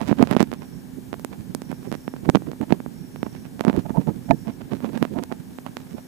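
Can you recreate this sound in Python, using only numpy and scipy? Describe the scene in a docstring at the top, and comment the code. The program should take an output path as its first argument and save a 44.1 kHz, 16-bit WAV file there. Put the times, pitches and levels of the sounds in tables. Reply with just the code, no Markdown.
"""An electric fuel pump hums at one steady pitch in an engine bay, built from sines that waver a little.
A finger rests on the right microphone port of a small hand-held stereo camera. Its sticking and slipping
skin pops (filtered steps), thuds (ringing noise) and scrapes (dense clicks), now and then into overload.
It rumbles and rustles too, and a tap rings the shell. A faint whirr of narrow noise comes and goes there.
The left side hears mostly the hum, the air of the bay and hiss, both made of coloured noise."""
import sys
import numpy as np
from scipy import signal
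from scipy.fft import rfft, irfft
from scipy.io import wavfile

SR = 44100
rng = np.random.default_rng(int(sys.argv[2]) if len(sys.argv) > 2 else 0)


def level_to_linear(level):
    """Convert decibel levels to linear amplitude factors, elementwise."""
    exponent = np.asarray(level, float) / 20
    return 10 ** exponent


def bounce(signal):
    """Save signal as a 16-bit WAV file at the path given by the first command-line argument."""
    frames = np.transpose(np.atleast_2d(signal))
    limited = np.clip(frames, -1, 1)
    pcm = np.round(limited * 32767).astype(np.int16)
    wavfile.write(sys.argv[1], SR, pcm)


N = 268039  # length in samples


def rms_one(x):
    """Scale to rms 1."""
    return x / np.sqrt(np.mean(x ** 2) + 1e-20)


def butter(x, hz, kind, order=2):
    """Butterworth filter, which has a smooth, flat pass band."""
    return signal.sosfilt(signal.butter(order, hz, kind, fs=SR, output="sos"), x)


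def resonance(x, hz, width_hz):
    """A two-pole band-pass that rings at one pitch, with gain 1 at its peak."""
    r = np.exp(-np.pi * width_hz / SR)
    feedback = [1, -2 * r * np.cos(2 * np.pi * hz / SR), r * r]
    return signal.lfilter([(1 - r * r) / 2, 0, (r * r - 1) / 2], feedback, x)


def drift(rate_hz):
    """Slow random wandering with spread 1: noise smoothed twice, after a second to settle."""
    r = np.exp(-2 * np.pi * rate_hz / SR)
    smooth = signal.lfilter([1], [1, -2 * r, r * r], rng.standard_normal(N + SR))
    return rms_one(smooth[SR:])


def grains(shape, per_s, spread_db):
    """Random clicks of very unequal size, over a trace of noise."""
    size_db = spread_db * np.minimum(rng.exponential(1, shape), 4)
    clicks = level_to_linear(size_db) * rng.choice([-1, 1], shape)
    return clicks * (rng.random(shape) < per_s / SR) + 1e-9 * rng.standard_normal(shape)


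def add(out, at, x):
    """Mix a short sound in, starting at a sample."""
    skip = max(-at, 0)
    x = x[skip:N - at]
    out[at + skip:at + skip + len(x)] += x


def swells(rows, sounds, levels_db):
    """Lay each short sound under a bell-shaped swell, centred on its time, at its rms level."""
    out, size = np.zeros(N), sounds.shape[1]
    t = (np.arange(size) - size / 2) / SR
    for row, sound, level_db in zip(rows, sounds, levels_db):
        middle_s, width_s = row[0], max(row[1], 0.004)
        swell = 2.0 ** (-(2 * t / width_s) ** 2)  # the width is taken at half height
        gain = level_to_linear(level_db) * np.sqrt(np.sum(swell ** 2) / np.sum((sound * swell) ** 2))
        add(out, round(middle_s * SR) - size // 2, gain * swell * sound)
    return out


# Tones of the pump motor on the left side.
# Each row: pitch in Hz, middle level in dB rms.
PUMP_TONES = [(256.1, -46.3), (57, -76), (361, -65), (385, -65), (479, -70), (1919, -78)]


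def pump():
    """Clean motor tones whose level and phase waver a little."""
    right_db = -3
    t, out = np.arange(N) / SR, 0
    for hz, level_db in PUMP_TONES:
        level = np.sqrt(2) * level_to_linear(level_db + 1.1 * drift(4))
        out = out + level * np.sin(2 * np.pi * hz * t + 0.25 * drift(3))
    return out * level_to_linear(np.array([[0], [right_db]]))


# Skin snapping free of the port, the clear snaps.
# Each row: start in seconds, peak in dB, sharpness in Hz, peak of the tick in dB.
SNAPS = [(0.015, -11, 200, -28), (0.1272, -3, 200, -45), (0.1948, -7, 200, -38), (0.2102, -11, 200, -33),
         (0.2261, 10, 336, -8), (0.2383, -8.5, 200, -34), (0.273, -14.5, 700, -28), (0.312, -4, 450, -13),
         (0.3273, -6, 450, -22), (0.3505, -11, 300, -26), (0.366, 4, 466, -22), (0.371, -9, 300, -28),
         (0.4054, 1.5, 450, -15), (0.4188, -11, 200, -28), (0.4278, -5.5, 200, -12),
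         (0.5167, -15, 700, -31), (0.529, -12, 300, -36), (0.5374, -18.5, 700, -23),
         (1.1298, -10.5, 300, -32.5), (1.1415, -14.5, 700, -30), (1.1963, -22, 200, -26.5),
         (1.2478, -10, 464, -14), (1.5489, -10, 208, -8.5), (1.6193, -17.5, 200, -25),
         (1.7161, -15, 200, -21.5), (1.7277, -15, 200, -44), (1.9166, -13, 200, -26),
         (1.9257, -11, 200, -22), (1.9519, -16, 200, -31), (2.0791, -10, 300, -34),
         (2.1387, -16.5, 198, -46), (2.2907, 7.5, 302, -19), (2.2987, -1, 300, -17),
         (2.3493, 3.5, 300, -22.5), (2.3558, 5, 443, -20), (2.3707, -11.5, 450, -38),
         (2.421, -21, 200, -50), (2.4715, -22, 200, -50), (2.516, -18, 200, -32), (2.5327, -20.5, 200, -50),
         (2.6134, -14, 300, -28.5), (2.7065, -10.5, 200, -34.5), (2.724, 7, 190, -42),
         (2.8029, -16.5, 200, -41), (2.862, -15, 193, -57), (3.1604, -19, 450, -35),
         (3.2303, -7, 199, -25.5), (3.2654, -14, 200, -42.5), (3.5948, -16.5, 700, -34),
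         (3.6089, -4.5, 430, -24), (3.6499, -5.5, 198, -22.5), (3.6678, -7.5, 200, -47),
         (3.6815, -3.5, 200, -26), (3.6979, -4, 450, -26.5), (3.7296, -16.5, 200, -26),
         (3.7643, -15, 200, -26), (3.9046, -17.5, 450, -45), (4.7347, -15, 200, -35),
         (4.8454, -10.5, 200, -42), (4.9757, -15, 300, -30), (5.027, -0.5, 200, -12),
         (5.0518, -9.5, 450, -27), (5.188, -12.5, 700, -35), (5.237, -18.5, 450, -15.5),
         (5.3162, -13.5, 696, -46), (5.324, -12, 300, -33), (5.5864, -17, 696, -34),
         (5.6643, -14.5, 452, -28), (5.7693, -10.5, 1520, -30)]


def pops():
    """A sudden suction step, bled off by the leak, swings back through the cavity; a dry tick rides on its edge."""
    port_hz, port_q, leak_hz = 226.3, 2.24, 1740  # cavity under the finger and the leak that relieves it
    tick_decay_s = 0.00006
    w = 2 * np.pi * port_hz
    leak = signal.bilinear([1, 0], [1, 2 * np.pi * leak_hz], SR)
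    cavity = signal.bilinear([1, 0, 0], [1, w / port_q, w * w], SR)
    step = signal.lfilter(*cavity, signal.lfilter(*leak, -np.ones(1500)))
    snaps = SNAPS + slips()
    out, crackle = np.zeros(N), rng.standard_normal((len(snaps), 60))
    fade = np.exp(-np.arange(60) / SR / tick_decay_s)
    for (s, peak_db, sharp_hz, tick_db), noise in zip(snaps, crackle):
        r = np.exp(-2 * np.pi * sharp_hz / SR)
        # the drier the snap, the steeper its edge
        edge_hz = np.clip(5500 * level_to_linear(2.05 * (tick_db - peak_db + 21.5)), 1500, 9000)
        pop = butter(signal.lfilter([1 - r], [1, -r], step), edge_hz, "low")
        tick = butter(noise * fade, [2800, 12500], "band")
        add(out, round(s * SR), level_to_linear(peak_db) * pop / -pop.min())
        add(out, round(s * SR), level_to_linear(tick_db) * tick / abs(tick).max())
    return out


def slips():
    """Each scrape also sheds one small snap at a random moment near its middle, as rows like the clear snaps."""
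    s, width_s, _, grit_db = np.array(SCRAPES).T
    when, size, edge = rng.standard_normal((len(s), 3)).T
    peak_db = grit_db + 23.5 + 1.5 * size
    sharp_hz = 254 * level_to_linear(3.5 * edge)
    return list(zip(np.abs(s + 0.3 * width_s * when), peak_db, sharp_hz, peak_db - 21.5))


# The finger pumping the air in the cavity.
# Each row: middle in seconds, width in seconds, level in dB rms.
THUDS = [(0.03, 0.017, -23), (0.094, .012, -13.5), (0.116, .011, -7.5), (0.186, 0.0071, -16.5),
         (0.206, .014, -7), (0.231, .011, -14.5), (0.317, .009, -16.5), (0.35, 0.032, -22),
         (0.411, 0.016, -12.5), (0.429, 0.016, -15.5), (0.98, 0.017, -24.5), (1.705, .014, -22.5),
         (1.88, 0.024, -26), (2.237, 0.0092, -24), (2.278, 0.027, -18.5), (2.295, 0.0094, -4.5),
         (2.359, .037, -20), (2.488, 0.027, -23.5), (2.613, 0.02, -16.5), (2.632, 0.0063, -15.5),
         (2.726, 0.029, -17.5), (3.68, 0.012, -9), (3.699, 0.018, -15), (3.754, 0.021, -18),
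         (3.779, 0.01, -9), (3.793, 0.017, -17), (3.905, 0.015, -18.5), (3.991, 0.031, -10.5),
         (4.086, 0.024, -13), (4.11, 0.022, -23), (4.311, .016, -8.5), (4.333, .02, -15.5),
         (4.485, 0.028, -19), (4.735, 0.032, -20.5), (4.843, 0.03, -22), (4.889, 0.04, -24.5),
         (4.941, 0.018, -27), (4.969, .019, -18.5), (5.022, 0.015, -13.5), (5.127, 0.032, -24.5),
         (5.169, 0.017, -18.5), (5.19, 0.037, -21.5), (5.224, 0.012, -23), (5.948, 0.017, -23.5)]


def thuds():
    """Noise rings in the cavity, near the pitch that the resting finger gives it at that time."""
    noises = rng.standard_normal((len(THUDS), 4097))
    rest = np.array(FINGER_REST)
    middle_s, _, level_db = np.array(THUDS).T
    scatter = 1 + 0.048 * noises[:, 0]  # pitch differs from thud to thud
    pitches_hz = np.interp(middle_s, rest[:, 0], rest[:, 3]) * scatter
    thud = np.array([resonance(noise, hz, 63) for noise, hz in zip(noises[:, 1:], pitches_hz)])
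    thud = butter(butter(thud, 72, "high"), 465, "low", order=4)
    return swells(THUDS, thud, level_db)


# Skin dragging over the shell.
# Each row: middle in seconds, width in seconds, level of the body in dB rms, level of the grit in dB rms.
# The body is shared between the rub itself and the ringing shell.
SCRAPES = [(0.019, 0.032, -25.5, -40), (0.108, 0.031, -26.5, -33.5), (0.193, 0.021, -29, -37),
           (0.224, 0.024, -18, -35), (0.314, 0.044, -23, -35.5), (0.408, .045, -28.5, -30),
           (0.542, .026, -39, -51), (0.63, 0.029, -39.5, -47.5), (1.14, 0.015, -36.5, -51),
           (1.335, 0.031, -38.5, -47.5), (1.71, 0.024, -41, -43), (1.85, 0.054, -41, -51),
           (1.939, 0.027, -37, -42.5), (2.163, 0.0077, -45, -48.5), (2.259, 0.024, -35.5, -46),
           (2.292, 0.0084, -27, -47), (2.357, 0.02, -38, -32.5), (2.479, 0.032, -40, -53),
           (2.63, .018, -28.5, -44.5), (2.724, 0.043, -29, -42.5), (3.262, 0.031, -37, -52),
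           (3.354, 0.046, -47, -47.5), (3.458, 0.025, -54, -47.5), (3.607, 0.031, -34, -49.5),
           (3.679, 0.058, -25, -40.5), (3.765, 0.042, -28, -43.5), (3.861, 0.011, -28, -50),
           (3.9, 0.029, -33.5, -49.5), (3.965, .028, -21, -51.5), (4.01, .025, -35, -46.5),
           (4.088, 0.029, -26, -46.5), (4.291, 0.0088, -27.5, -49), (4.308, 0.0094, -16.5, -35),
           (4.488, 0.04, -30.5, -45), (4.614, .013, -33.5, -47), (4.722, 0.031, -28.5, -42.5),
           (4.855, 0.079, -31.5, -44.5), (4.957, 0.036, -31.5, -39.5), (5.043, 0.043, -30.5, -44.5),
           (5.178, 0.038, -27, -45), (5.233, 0.019, -34.5, -47), (5.322, 0.025, -31, -46.5),
           (5.669, 0.026, -34, -45), (5.984, 0.021, -34.5, -49)]


def scrapes():
    """Dense grains of sticking skin; the duller scrapes set the shell ringing more."""
    grit = grains((len(SCRAPES), 4096), 1100, 4.6)
    body_db, grit_db = np.array(SCRAPES)[:, 2:].T
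    ringing = np.clip((body_db - grit_db - 9.5) / 7, 0.02, 0.98)  # share of the body's power
    body = butter(grit, [430, 1000], "band")
    dust = butter(butter(grit, 1020, "high"), 1640, "low")
    rung = butter(housing(grit), 1050, "low", order=4)
    rubbed = swells(SCRAPES, body, body_db + 10 * np.log10(1 - ringing))
    rubbed = rubbed + swells(SCRAPES, dust, grit_db)
    shell = swells(SCRAPES, rung, body_db + 10 * np.log10(ringing))
    return rubbed, shell


# The finger lying on the port, gliding from row to row.
# Each row: time in seconds, rumble in dB, rustle in dB, pitch in Hz around which the thuds ring.
FINGER_REST = [(0.0, -34.5, -41.5, 241), (0.29, -27, -40, 239), (0.59, -36, -65, 220),
               (3.67, -34, -65, 238), (3.81, -30, -51, 185), (4.18, -32, -59, 187), (4.8, -34, -54, 224.6),
               (6.08, -41.5, -52.5, 213)]


def pressing():
    """Tremor of the resting finger: lumpy rumble in the cavity and a clumped rustle above it."""
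    s, rumble_db, rustle_db, _ = np.array(FINGER_REST).T
    t = np.arange(N) / SR
    lumps = drift(23.4)
    noise = rng.standard_normal(N)
    rumble = resonance(noise, 161, 92) + level_to_linear(-41) * butter(noise, 90, "low")
    rumble = butter(rumble, 354, "low", order=4)
    rustle = butter(butter(grains(N, 500, 2.0), 250, "high"), 470, "low", order=1)
    rumble = level_to_linear(np.interp(t, s, rumble_db)) * rms_one(level_to_linear(2.6 * lumps) * rumble)
    rustle = level_to_linear(np.interp(t, s, rustle_db)) * rms_one(level_to_linear(8.6 * lumps) * rustle)
    return rumble + rustle


# A hard tap on the housing.
# Each row: start in seconds, strength in dB of the blow before the shell rings.
TAPS = [(4.3091, 1.5)]


def taps():
    """A single-sample blow rings the shell, and a low-pass softens its edge."""
    blows = np.zeros(N) + 1e-18
    for s, strength_db in TAPS:
        blows[round(s * SR)] = -level_to_linear(strength_db)
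    return butter(housing(blows), 2260, "low", order=4)


# Ringing modes of the plastic shell.
# Each row: pitch in Hz, relative level in dB, time in seconds to die away by 60 dB.
SHELL_MODES = [(690, 0, .034), (867, -2, .032), (1222, -16, .023), (1750, -26, .06), (2420, -11, .012)]


def housing(x):
    """The plastic shell rings briefly in its modes."""
    out = 0
    for hz, level_db, t60_s in SHELL_MODES:
        r, w = level_to_linear(-60 / (t60_s * SR)), 2 * np.pi * hz / SR
        out = out + signal.lfilter([0, level_to_linear(level_db) * np.sin(w)], [1, -2 * r * np.cos(w), r * r], x)
    return out


# Spells of a faint throbbing whirr on the right.
# Each row: start in seconds, end in seconds, level in dB added to the whirr's resting level.
WHIRR_SPELLS = [(0.57, .82, -63), (1.62, 2.164, -63), (2.916, 3.48, -62), (4.233, 4.567, -63),
                (5.87, 6.1, -65)]


def whirr():
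    """Narrow throbbing noise, very faint throughout and raised for short spells."""
    pitch_hz, width_hz, throb_hz, rest_db, ramp_s = 5540, 210, 34, -72, 0.019
    t, level = np.arange(N) / SR, np.zeros(N) + level_to_linear(rest_db)
    for start, end, level_db in WHIRR_SPELLS:
        level += level_to_linear(level_db) * np.clip(np.minimum(t - start, end - t) / ramp_s, 0, 1)
    tone = resonance(rng.standard_normal(N), pitch_hz, width_hz)
    tone = resonance(tone, pitch_hz, width_hz)
    throb = 1 + 0.21 * np.sin(2 * np.pi * throb_hz * t + 0.4 * drift(5))
    return level * rms_one(tone * throb)


# Bay noise and hiss, before the casing bands, the shading and the flicker.
# Each row: frequency in Hz, level in dB per Hz.
AIR_COLOUR = [(30, -101), (55, -84), (80, -89), (130, -81), (190, -78), (280, -73), (400, -79), (600, -84),
              (850, -87), (1250, -90.5), (1750, -93), (2600, -96), (5000, -98), (15000, -100)]
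# Noise of the pump casing.
# Each row: middle in Hz, width in Hz, lift in dB above the air.
CASING_BANDS = [(860, 90, 4), (1670, 130, 5.5), (2270, 100, 2.5)]


def air():
    """Steady coloured noise with a few casing bands; the top hiss is largely shared by both sides and flickers."""
    alike_above_hz, hiss_top_hz, muffle_db = 5650, 15300, -5
    hz = np.maximum(np.fft.rfftfreq(N, 1 / SR), 1)
    left, right = rfft(rng.standard_normal((2, N)))
    colour_hz, level_db = np.array(AIR_COLOUR).T
    colour_db = np.interp(np.log(hz), np.log(colour_hz), level_db)
    for centre_hz, width_hz, lift_db in CASING_BANDS:
        colour_db = colour_db + lift_db * np.exp(-0.5 * ((hz - centre_hz) / width_hz) ** 2)
    colour = level_to_linear(colour_db) * np.sqrt(SR / 2)
    # the finger shades the right port from the middle of the bay noise
    shade = level_to_linear(muffle_db * np.exp(-0.5 * (np.log2(hz / 1400) / 0.5) ** 2))
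    low = irfft(np.array([left, shade * right]) * colour * (hz < alike_above_hz), N)
    top = np.array([left, 0.85 * left + 0.53 * right])
    top = top * (hz >= alike_above_hz) * (hz < hiss_top_hz)
    flicker = level_to_linear(0.64 * drift(2.2))
    return low + flicker * irfft(top * colour, N)


def scene():
    """Hum and air reach both ports; the finger sounds on the right, and only the shell carries a little across."""
    shell_left_db = -50
    thumped = thuds()
    rubbed, shell = scrapes()
    shell = shell + taps()
    right = pops() + thumped + rubbed + pressing() + shell + whirr()
    return pump() + air() + np.array([level_to_linear(shell_left_db) * shell, right])


def low_pass(x):
    """Removes everything above the highest recorded frequency."""
    return signal.sosfilt(signal.butter(12, 16470, fs=SR, output="sos"), x)


def record(dry):
    """The input overloads hard on the loudest pops."""
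    clip_top = 0.97  # of full scale
    mix = np.clip(dry, -clip_top, clip_top)
    return low_pass(mix)


dry = scene()
out = record(dry)
bounce(out)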